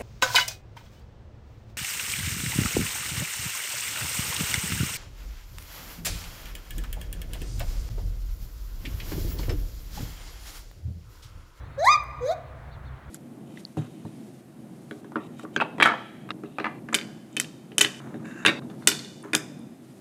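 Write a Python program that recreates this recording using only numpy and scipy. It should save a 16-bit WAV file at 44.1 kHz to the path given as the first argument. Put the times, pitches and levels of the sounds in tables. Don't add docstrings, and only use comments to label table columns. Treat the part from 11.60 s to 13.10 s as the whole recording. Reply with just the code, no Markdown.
import sys
import numpy as np
from scipy import signal
from scipy.fft import rfft, irfft
from scipy.io import wavfile
from scipy.ndimage import uniform_filter1d

SR = 44100
rng = np.random.default_rng(int(sys.argv[2]) if len(sys.argv) > 2 else 0)


def inscribe(sig):
    pcm = np.round(np.clip(np.atleast_2d(sig).T, -1, 1) * 32767)
    wavfile.write(sys.argv[1], SR, pcm.astype(np.int16))


def gain_from_db(level_db):
    decades = np.asarray(level_db, float) / 20
    return 10 ** decades


N = 66150
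T = np.arange(N) / SR
F = np.maximum(np.arange(N // 2 + 1) * SR / N, 1)


def unit(x):
    return x / np.sqrt(np.mean(x ** 2))


def colour(x, db):
    return irfft(rfft(x) * gain_from_db(db), N)


def bell(f, hz, width_hz):
    return np.exp(-.5 * ((f - hz) / width_hz * 2) ** 2)


def band(x, hz, width_hz):
    return irfft(rfft(x) * bell(F, hz, width_hz), N)


def octave_band(spectrum, hz):
    return irfft(spectrum * np.clip(1 - np.abs(np.log2(F / hz)), 0, 1), N)


def walk(rate_hz):
    return unit(band(rng.standard_normal(N), 0, rate_hz))


def tone(hz):
    return np.sqrt(2) * np.sin(2 * np.pi * np.cumsum(hz) / SR)


def breath_noise():
    air_db = -3 * np.log2(F / 1000).clip(0) - 40 * (F < 900)
    return unit(colour(rng.standard_normal(N), air_db))


def gibbon():
    # t/s, pitch/Hz, level/dB, overtones/dB, mouth resonance/Hz
    whoops = [
        [(.172, 544, -42.5, -33, 1650), (.19, 541, -25, -27.5, 1760), (.232, 685, -22, -26, 1710),
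         (.256, 865.8, -23.5, -9.5, 2200), (.278, 1029, -15, -18.5, 1970), (.298, 1188, -14, -17.5, 2130),
         (.327, 1239, -21.5, -7, 2450), (.346, 1210, -19, -13, 2400), (.362, 1120, -32, -11, 2750)],
        [(.602, 488.6, -43.5, -38, 1202), (.618, 484.2, -34, -22.5, 1210), (.645, 494.9, -23.5, -29.5, 1150),
         (.662, 541.2, -28.5, -20, 1123), (.68, 594.5, -26, -19, 1230), (.702, 645.2, -18.5, -27.5, 1340),
         (.72, 735, -27.5, -13.5, 1440), (.738, 757, -41.5, -9, 1510)],
    ]
    # f/Hz, width/Hz, gain/dB
    throat = [(1150, 630, 1.5), (1343, 160, -2), (2815, 416, -41), (3975, 420, 9.5), (4890, 200, 5.5),
              (611, 54, -4.5), (6420, 550, 5.5), (7870, 250, 7.5), (8240, 1450, -9), (9170, 1200, -3.5),
              (10640, 810, -9), (12600, 2100, -4), (893, 26, -9), (16740, 5950, -15)]
    mouth_lifts_db, ring_lifts_db = [18, 2.5], [9, -4]
    taut_hz = 1070
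    slack_wobble, taut_wobble = .075, .012
    edge_s = .008
    out = np.zeros(N)
    for rows, mouth_db, ring_db in zip(whoops, mouth_lifts_db, ring_lifts_db):
        s, *controls = np.array(rows, float).T
        hz, db, over_db, mouth_hz = (uniform_filter1d(np.interp(T, s, v), size=600) for v in controls)
        taut = np.clip((hz - taut_hz) / 100, 0, 1)
        phase = 2 * np.pi * np.cumsum(hz * (1 + .0015 * walk(110))) / SR
        voice = np.sqrt(2) * np.sin(phase)
        phase = phase + (slack_wobble + (taut_wobble - slack_wobble) * taut) * walk(600)
        for k in range(2, 32):
            lift_db = mouth_db * bell(k * hz, mouth_hz, 478)
            lift_db += ring_db * bell(k * hz, 4056, 280)
            slope_db = -6 * np.log2(k / 2) - 22 * taut * max(np.log2(k / 6), 0)
            shimmer_db = 1.5 * walk(80)
            patch_db = 5 * min(k / 10, 1) * (1 - taut / 2) * walk(30)
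            level_db = over_db + lift_db + slope_db + shimmer_db + patch_db
            voice = voice + np.sin(k * phase) * gain_from_db(level_db) * (k * hz < SR / 2.2)
        voice = voice + gain_from_db(-15 + over_db - 10 * taut) * breath_noise() * (1 + np.cos(phase))
        gate = np.clip(np.minimum(T - s[0], s[-1] + edge_s - T) / edge_s, 0, 1)
        out += voice * gate * gain_from_db(db)
    return colour(out, sum(db * bell(F, hz, width_hz) for hz, width_hz, db in throat))


def space(x):
    # delay t/s, level/dB
    echoes = [(.0065, -21.5), (.0135, -13), (.021, -20), (.034, -46), (.052, -19), (.068, -19)]
    # level/dB, low t60/s, high t60/s, start t/s
    tails = [(-11.5, 0.35, 0.42, 0.005), (-22.5, 1.49, 1, 0.054), (-34, 0.66, 0.53, 0.33)]
    reflected = sum(gain_from_db(db) * np.exp(-2j * np.pi * F * s) for s, db in echoes)
    for db, low_s, high_s, start_s in tails:
        noise = rfft(rng.standard_normal(N))
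        tail = 0
        for octave in range(8):
            t60 = low_s + (high_s - low_s) * np.clip((octave - 2) / 3, 0, 1)
            tail = tail + octave_band(noise, 200 * 2 ** octave) * gain_from_db(-60 * T / t60)
        tail = tail * np.clip(T / start_s - .5, 0, 1) * np.clip((1 - T) * 10, 0, 1)
        reflected = reflected + gain_from_db(db) * rfft(tail / np.sqrt(np.sum(tail ** 2)))
    wall_db = -2 * np.log2(F / 2500).clip(0) - 6 * (F > 3000)
    return signal.fftconvolve(x, irfft(1 + reflected * gain_from_db(wall_db), N))[:N]


def ticks():
    # t/s, level/dB, ring share/dB
    knocks = [
        (.3105, -39, -2),
        (.357, -46, 7),
        (.4385, -39, 3),
    ]
    out = np.zeros(N)
    for s, db, ring_db in knocks:
        burst = rng.standard_normal(N) * np.exp(-np.abs(T - s) / .0005) * (T > s - .0002)
        ring = gain_from_db(ring_db) * 2 * band(burst, 8700, 1300)
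        snap = band(burst, 13800, 5000)
        out += gain_from_db(db) * (ring + snap)
    return out


def whistle():
    # t/s, f/Hz, level/dB
    glide = [(0, 5800, -73), (.03, 5850, -75), (.06, 6250, -78), (.085, 6980, -75), (.105, 7000, -79),
             (.125, 8000, -81), (.15, 8400, -83), (.175, 8200, -95)]
    s, hz, db = np.array(glide).T
    return tone(np.interp(T, s, hz)) * gain_from_db(np.interp(T, s, db, right=-150) + 4 * walk(60) - 3)


def chirps():
    # start t/s, length/s, base f/Hz, rise/Hz, level/dB
    calls = [
        (.0, .05, 3300, 100, -71),
        (.04, .05, 3500, 150, -72),
        (.112, .055, 3650, 100, -70),
        (.85, .05, 3500, 300, -73),
        (1.11, .052, 3350, 600, -63),
        (1.25, .05, 3400, 380, -66),
    ]
    out = np.zeros(N)
    for s, length, hz, rise_hz, db in calls:
        u = np.clip((T - s) / length, 0, 1)
        arch = np.exp(-((u - .42) / .27) ** 2)
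        pitch = (hz + rise_hz * arch) * (1 + .012 * walk(200))
        upper = gain_from_db(-1.5) * tone(1.16 * pitch) * (u < .8)
        out += gain_from_db(db) * np.sin(np.pi * u) ** 0.48 * (tone(pitch) + upper)
    return out


def machinery():
    # f/Hz, width/Hz, level/dB
    hums = [(33, 42, -60), (62.3, 11.2, -47.5), (86, 42, -49.5), (127.2, 32, -49)]
    # t/s, level/dB
    swell = [(0, 3.5), (.2, 2), (.45, -3), (.62, 2.5), (.8, -0.5), (1, 4), (1.3, 3), (1.39, 1),
             (1.41, -10.5), (1.5, 3.5)]
    hum = sum(gain_from_db(db) * unit(band(rng.standard_normal(N), hz, width_hz)) for hz, width_hz, db in hums)
    return hum * gain_from_db(np.interp(T, *np.array(swell).T))


def town():
    # f/Hz, density level/dB
    spectrum = [(200, 3), (330, -3), (700, -2.5), (1200, -1.5), (1900, -7), (2800, -18), (3900, -21.5),
                (5000, -30), (16900, -36.5)]
    hz, db = np.array(spectrum).T
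    shape_db = np.interp(np.log(np.maximum(F, 200)), np.log(hz), db) - 12 * np.log2(200 / F).clip(0)
    noise = rfft(colour(rng.standard_normal(N), shape_db))
    air = sum(octave_band(noise, 50 * 2 ** k) * gain_from_db(.8 * walk(25.4)) for k in range(10))
    return gain_from_db(-50.5) * unit(air)


def scene():
    return (space(gibbon() + whistle() + chirps()) + ticks() + machinery() + town())[None]


def low_pass(x):
    return signal.sosfilt(signal.butter(12, 17090, fs=SR, output="sos"), x)


def record(dry):
    return low_pass(dry)


dry = scene()
out = record(dry)
inscribe(out)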